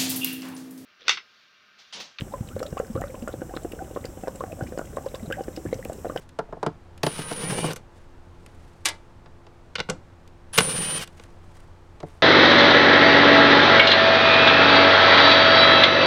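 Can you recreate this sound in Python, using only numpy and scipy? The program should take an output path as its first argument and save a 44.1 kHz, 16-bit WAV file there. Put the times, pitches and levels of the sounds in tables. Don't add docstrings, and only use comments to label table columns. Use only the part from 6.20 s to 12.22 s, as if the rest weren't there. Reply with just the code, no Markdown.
import sys
import numpy as np
from scipy import signal
from scipy.fft import rfft, irfft, next_fast_len
from scipy.io import wavfile
from scipy.ndimage import uniform_filter1d

SR = 44100
rng = np.random.default_rng(int(sys.argv[2]) if len(sys.argv) > 2 else 0)


def log_audio(samples):
    frames = np.atleast_2d(samples).T
    limited = np.clip(frames, -1, 1)
    pcm = np.round(limited * 32767).astype(np.int16)
    wavfile.write(sys.argv[1], SR, pcm)


N = 265570
TIME = np.arange(N) / SR

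# pull t/s, release t/s, cover level/dB, its drift/(dB/s), rattle level/dB, whine level/dB, whistle level/dB
BOLT_RUNS = [(0.828, 1.472, -29.5, 0.5, -38.7, -39.5, -35.3), (4.327, 4.785, -38.5, -18, -35, -39, -29.5)]
# t/s, new electrical rate/Hz, lag/s
MOTOR_STEPS = [(.838, 157, .024), (1.165, 240, .04), (1.275, 303, .06), (4.331, 272, .028),
               (4.41, 328, .18)]
# offset from the switching tone/electrical rate, level/dB, wavering/dB
WHISTLE_SIDEBANDS = [(-4, -20.5, 3), (-2, 0, 1.3), (1, -25, 2), (2, -10, 3.5), (4, -31, 2)]
# f/electrical rate, level/dB
WHINE_ORDERS = [(3.15, -7), (6, -2), (7, -9), (8, 0), (9.45, -2), (10, -1), (12.6, -5), (14, -10),
                (15.75, -9), (18.9, -7), (22, -13), (25.2, -10)]
# f/Hz, half width/Hz, gain/dB
PEAKS_AND_NOTCH = [(1940, 80, 3), (2400, 120, 6), (2950, 90, 4), (3220, 90, 5), (3900, 70, 5),
                   (8780, 70, 8), (10570, 22, -12)]
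# f/Hz, relative level/dB
RATTLE_SPECTRUM = [(200, -25.5), (700, -5.5), (1450, 0), (1700, -2.5), (2300, -4.5), (3000, 1),
                   (3600, -4.5), (5800, -7), (7000, -13), (8000, -8.5), (9000, -5), (11000, -17.5),
                   (14000, -17), (16000, -30)]
COVER_SPECTRUM = [(70, -29), (120, -4.5), (160, 8), (235, -2), (330, -8), (480, 0), (680, -16), (950, -8),
                  (1450, -22.5), (2200, -20.5), (5000, -48)]
AIR_SPECTRUM = [(15, -0.5), (28, -4), (44, -9), (100, -9), (200, -18.5), (330, -23.5), (500, -22),
                (1030, -25), (2530, -37.5), (8650, -50.5), (11000, -57.5), (16000, -63.5)]
# f/Hz, level/dB, t60/s
COVER_MODES = [(156.8, 6, 0.097), (300, -2.5, 0.12), (371, -2, 0.054), (445, -1.5, 0.097),
               (638, 2.5, 0.043), (722, -2.5, 0.065), (866, -2, 0.069), (1024, -4, 0.051),
               (1123, -4, 0.033), (1450, -8, 0.045)]
SOCKET_MODES = [(168, 2, .18), (440, -4.5, 0.095), (511.4, -2, 0.18), (842, -9.5, 0.13), (1112, -5, 0.06),
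                (1358, -5.5, .07), (1502, -1, 0.044), (1990, -12, 0.094), (2128, 0.5, 0.037),
                (2390, -4, 0.064), (2828, 0.5, .07), (2980, -6.5, 0.077), (3570, -2.5, .06),
                (3960, -10.5, .06), (4425, -12, 0.078)]
HOUSING_MODES = [(321, -6.5, 0.16), (543, -32, 0.131), (830, -16, .18), (915, -8, 0.3), (1133, -4, 0.071),
                 (1665, -5, .12), (1990, -3, 0.2), (2080, 0.5, 0.18), (2340, -6, 0.24), (2960, 6, 0.11),
                 (3030, -5, 0.161), (3580, 8.5, 0.07), (3960, -7.5, 0.139), (4770, -8, 0.11)]
# lower f/Hz, upper f/Hz
BLOW_BANDS = [(110, 380), (380, 1600), (1600, 5500), (5500, 16000)]
# t/s, body level/dB, relative thud/dB, relative crack/dB, cutoff f/Hz
COVER_KNOCKS = [(0.188, -24.5, -13, -19, 10000), (0.288, -49, -12, -28, 1100),
                (0.325, -33.5, -8.5, -30, 7000), (0.367, -42, -5, -34, 980), (0.4285, -25, -13, -20, 9000),
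                (0.463, -24.5, -1, -16, 9800), (0.8317, -24, -1, -5, 13500),
                (0.8645, -23.5, -4, -7.5, 14000), (0.987, -38, 7, -22, 2520),
                (1.111, -31.5, -1.5, -14, 2480), (1.231, -38.5, 7.5, -12, 2500),
                (1.301, -37.5, 5, -3.5, 2510), (1.383, -32.5, -8, -14, 2500), (1.44, -28, 2.5, -17, 2500),
                (3.0585, -50.5, -9, -10.5, 4970), (3.266, -51, -12, -8.5, 6040),
                (5.802, -46, -10, -6.5, 7960), (5.829, -33.5, -1, -18, 754)]
# t/s, crack level/dB, relative thud/dB, relative tick/dB, t60/s, cutoff f/Hz
SOCKET_CLINKS = [(1.505, -41, 0.5, -25, 0.077, 9050), (1.532, -53, 12.5, 10, 0.033, 13200),
                 (1.56, -46, -2.5, 0.5, 0.077, 12100), (3.554, -29, -23, -16.5, 0.041, 7340),
                 (3.5819, -38.5, -4, -23, 0.054, 6000), (3.5921, -38, -5.5, -17, 0.021, 7200),
                 (3.601, -29, -9, -18.5, 0.031, 7300), (3.688, -43.5, 16.5, -12, .13, 9000),
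                 (3.6977, -35, 4, 1.5, 0.049, 7440), (4.377, -22, -4, -3.5, 0.099, 14520),
                 (4.384, -16.5, -12, -6.5, 0.044, 11300), (4.4059, -30, 1.5, -4.5, .016, 9450),
                 (4.997, -52.5, -2.5, -9, 0.022, 7500)]
# t/s, level/dB, t60/s
SNAP_BLOWS = [(2.6508, -41, 0.022), (2.655, -21, .15), (2.6855, -31, 0.098)]
# t/s, level/dB
DRIVE_TICKS = [(0.091, -60), (0.777, -58), (2.262, -55.5), (4.076, -62.5), (4.875, -52), (5.037, -58),
               (5.884, -65)]
# f/Hz, rms level/dB
HUM_PARTIALS = [(86.3, -55.5), (172.6, -68), (260, -67.5), (345, -63), (431.5, -72.5), (520, -75),
                (866, -73)]
# t/s, half length/s, level/dB
CLOTH_BRUSHES = [(0.023, 0.03, -60), (1.78, 0.053, -63.5), (2.463, 0.36, -66.5), (4.998, 0.11, -60.5),
                 (5.36, 0.11, -61.5), (5.916, 0.12, -64)]

SWITCHING_HZ, FULL_SPEED_HZ = 9942, 300
COAST_S, COAST_SLOWING = .066, .5
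START_S, STOP_S, WHISTLE_ATTACK_S = 0.013, 0.022, 0.012
SHAKE_RISE_DB, RATTLE_RISE_DB, WHISTLE_RISE_DB = 13.5, 1, 6.5
STRAIN_RATTLE_DB, STRAIN_WHINE_DB = 5, -24
WHINE_DB_PER_S = 13.5


def ratchet(pull, release, shake_db, drift_db_per_s, rattle_db, whine_db, whistle_db):
    asked_hz, hz = motor_speed(pull, release)
    cycles = np.cumsum(hz * (1 + .002 * walk(25))) / SR
    powered = (TIME > pull) & (TIME < release)
    age = np.maximum(TIME - pull, 0)
    to_go = release - np.clip(TIME, pull, release)
    turning = np.clip(age / START_S, 0, 1) * np.clip((release + COAST_S - TIME) / STOP_S, 0, 1)
    speed_oct, asked_oct = np.log2(np.maximum([hz, asked_hz], 1) / FULL_SPEED_HZ)
    strain = (asked_hz - hz) / FULL_SPEED_HZ

    def at_level(layer, db):
        return layer / layer[powered].std() * undb(db)

    cover = at_level(cover_shaking(hz), shake_db + SHAKE_RISE_DB * speed_oct - drift_db_per_s * to_go)
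    rattle = gear_rattle(hz, cycles, swell_db=2.8, reduction=20.5)
    rattle = at_level(rattle, rattle_db + RATTLE_RISE_DB * asked_oct + STRAIN_RATTLE_DB * strain)
    whine = at_level(gear_whine(hz, cycles), whine_db - WHINE_DB_PER_S * to_go + STRAIN_WHINE_DB * strain)
    whistle = at_level(motor_whistle(hz, cycles), whistle_db + WHISTLE_RISE_DB * asked_oct)
    whistle *= 1 - np.exp(-age / WHISTLE_ATTACK_S)
    return (cover + rattle + whine) * turning + whistle * uniform_filter1d(powered * 1., size=400)


def motor_speed(pull, release):
    asked_hz, hz, last_hz = np.zeros(N), np.zeros(N), 0
    for start, new_hz, lag in MOTOR_STEPS:
        if pull - .1 < start < release:
            asked_hz += (new_hz - last_hz) * (TIME > (start if last_hz else pull))
            hz += (new_hz - last_hz) * (1 - np.exp(-np.maximum(TIME - start, 0) / lag))
            last_hz = new_hz
    coasted = np.clip((TIME - release) / COAST_S, 0, 1)
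    return uniform_filter1d(asked_hz, size=512), hz * (1 - COAST_SLOWING * coasted ** 2)


def motor_whistle(hz, cycles):
    return sum(undb(db + tone_gain_db(SWITCHING_HZ + k * hz) + waver_db * walk(20))
               * np.sin(2 * np.pi * (SWITCHING_HZ * TIME + k * cycles))
               for k, db, waver_db in WHISTLE_SIDEBANDS)


def gear_whine(hz, cycles):
    return sum(undb(db + tone_gain_db(k * hz) + 2.5 * walk(25)) * np.sin(2 * np.pi * k * cycles)
               for k, db in WHINE_ORDERS)


def tone_gain_db(hz):
    return sum(db * np.exp(-((hz - centre) / width) ** 2) for centre, width, db in PEAKS_AND_NOTCH)


def gear_rattle(hz, cycles, swell_db, reduction):
    teeth = impacts(9 * hz + 200, scatter_db=2.0) + 0.07 * rng.standard_normal(N)
    swell = undb(swell_db * np.cos(2 * np.pi * cycles / reduction) + 0.97 * walk(70))
    response = ring(SOCKET_MODES[3:], np.arange(SR // 10) / SR, longest_t60=.06)
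    ringing = signal.fftconvolve(teeth, response)[:N]
    return (colour(teeth, RATTLE_SPECTRUM) + undb(-17) * unit(ringing)) * swell


def cover_shaking(hz):
    taps = impacts(0.87 * hz + 50, scatter_db=0)
    rumble = colour(taps + 0.022 * rng.standard_normal(N), COVER_SPECTRUM)
    response = ring(COVER_MODES, np.arange(SR // 5) / SR, longest_t60=0.03)
    ringing = signal.fftconvolve(taps, response)[:N]
    return rumble + undb(-9.5) * unit(ringing)


def cover_knocks(t60=.043, tick_db=-9):
    rows = [(start, db + thud, db, db + crack, db + crack + tick_db, t60, cutoff_hz)
            for start, db, thud, crack, cutoff_hz in COVER_KNOCKS]
    return blows(rows, COVER_MODES, dense_db=4, hold=2.23, damping=0.54, rise_s=0.00095, hardness=0.95)


def socket_clinks(body_db=3, body_share=.55):
    rows = [(start, db + thud, db + body_db + body_share * thud, db, db + tick, t60, cutoff_hz)
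            for start, db, thud, tick, t60, cutoff_hz in SOCKET_CLINKS]
    return blows(rows, SOCKET_MODES, dense_db=2.5, hold=1.23, damping=.4, rise_s=0.00057, hardness=1.4)


def housing_snap(band_db=(-26.5, -9, -1, -3.5), cutoff_hz=9600):
    rows = [(start, *np.add(db, band_db), t60, cutoff_hz) for start, db, t60 in SNAP_BLOWS]
    return blows(rows, HOUSING_MODES, dense_db=5.5, hold=1.9, damping=0.51, rise_s=0.00022, hardness=4.1)


def drive_ticks(band_db=(1, -4, 0.5, -3), t60=0.038, cutoff_hz=11700):
    rows = [(start, *np.add(db, band_db), t60, cutoff_hz) for start, db in DRIVE_TICKS]
    return blows(rows, SOCKET_MODES, dense_db=11, hold=1.5, damping=0.54, rise_s=0.00017, hardness=1.7)


def blows(rows, modes, dense_db, hold, damping, rise_s, hardness):
    out, t = np.zeros(N + SR), np.arange(SR // 4) / SR
    for start, *band_levels, t60, cutoff_hz in rows:
        tones = ring(modes, t, longest_t60=hold * t60)
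        for (lo, hi), db in zip(BLOW_BANDS, band_levels):
            band_t60 = t60 * (np.sqrt(lo * hi) / 2000) ** -damping
            burst = rng.standard_normal(len(t)) * undb(-60 * t / band_t60) * (1 - np.exp(-t / rise_s))
            burst = lowpass(burst, lo * hardness, order=1)
            crowd = unit(bandpass(burst, lo, hi))
            part = undb(dense_db) * crowd * np.sqrt(hi / 5500)
            if any(lo < hz < hi for hz, _, _ in modes):
                part += unit(bandpass(tones, lo, hi))
            part = unit(lowpass(part, cutoff_hz, order=4))
            out[int(start * SR):][:len(t)] += part * np.sqrt(.02 / t[-1]) * undb(db)
    return out[:N]


def ring(modes, t, longest_t60):
    return sum((-1) ** k * undb(db - 60 * t / min(t60, longest_t60))
               * np.sin(2 * np.pi * hz * (1 + 0.0082 * rng.standard_normal()) * t)
               for k, (hz, db, t60) in enumerate(modes))


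def engine_bay(x, t60, wet_db, cutoff_hz):
    t = np.arange(SR // 2) / SR
    envelope = undb(-60 * t / t60) * (1 - np.exp(-t / 0.0068))
    echoes = lowpass(rng.standard_normal(len(t)) * envelope, cutoff_hz, order=2)
    return x + undb(wet_db) * signal.fftconvolve(x, echoes / np.linalg.norm(echoes))[:N]


def outdoor_rumble():
    return colour(rng.standard_normal(N), AIR_SPECTRUM) * undb(-47.5 + 0.43 * walk(4.4))


def machine_hum():
    return sum(undb(db + 2 * walk(3.2)) * unit(np.sin(2 * np.pi * hz * TIME + 0.36 * walk(4.5)))
               for hz, db in HUM_PARTIALS)


def cloth_brushing():
    swells = sum(undb(db) * np.exp(-((TIME - centre) / width) ** 2) for centre, width, db in CLOTH_BRUSHES)
    grain = rng.standard_normal(N) * undb(3.1 * walk(120))
    return swells * colour(grain, [(300, -7), (1500, 2), (4000, -5.5), (9000, -8), (15000, -23.5)])


def impacts(rate_hz, scatter_db):
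    hits = rng.random(N) < rate_hz / SR
    return hits * rng.choice([-1, 1], N) * undb(scatter_db * np.clip(rng.standard_normal(N), -2, 2))


def walk(rate_hz):
    step = max(int(SR / rate_hz), 2)
    stairs = np.repeat(rng.standard_normal(N // step + 1), step)
    return unit(uniform_filter1d(stairs, step)[:N])


def colour(x, points):
    hz, db = np.transpose(points)
    size = next_fast_len(N)
    f = np.maximum(np.fft.rfftfreq(size, 1 / SR), 1)
    gain = undb(np.interp(np.log(f), np.log(hz), db))
    return unit(irfft(rfft(x, size) * gain, size)[:N])


def bandpass(x, lo_hz, hi_hz):
    return signal.sosfilt(signal.butter(4, [lo_hz, hi_hz], "band", fs=SR, output="sos"), x)


def lowpass(x, hz, order):
    return signal.sosfilt(signal.butter(order, min(hz, .45 * SR), fs=SR, output="sos"), x)


def undb(db):
    return 10 ** (np.asarray(db) / 20)


def unit(x):
    return x / np.sqrt(np.mean(x ** 2) + 1e-20)


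def scene():
    work = sum(ratchet(*run) for run in BOLT_RUNS)
    work += cover_knocks() + socket_clinks() + drive_ticks() + housing_snap()
    in_bay = engine_bay(work, t60=0.2, wet_db=-21.5, cutoff_hz=8000)
    return (in_bay + outdoor_rumble() + machine_hum() + cloth_brushing())[None]


def record(dry):
    ceiling, cutoff_hz = .92, 16100
    rounded = dry / (1 + (dry / ceiling) ** 8) ** (1 / 8)
    return signal.sosfilt(signal.ellip(10, .2, 80, cutoff_hz, fs=SR, output="sos"), rounded)


dry = scene()
out = record(dry)
log_audio(out)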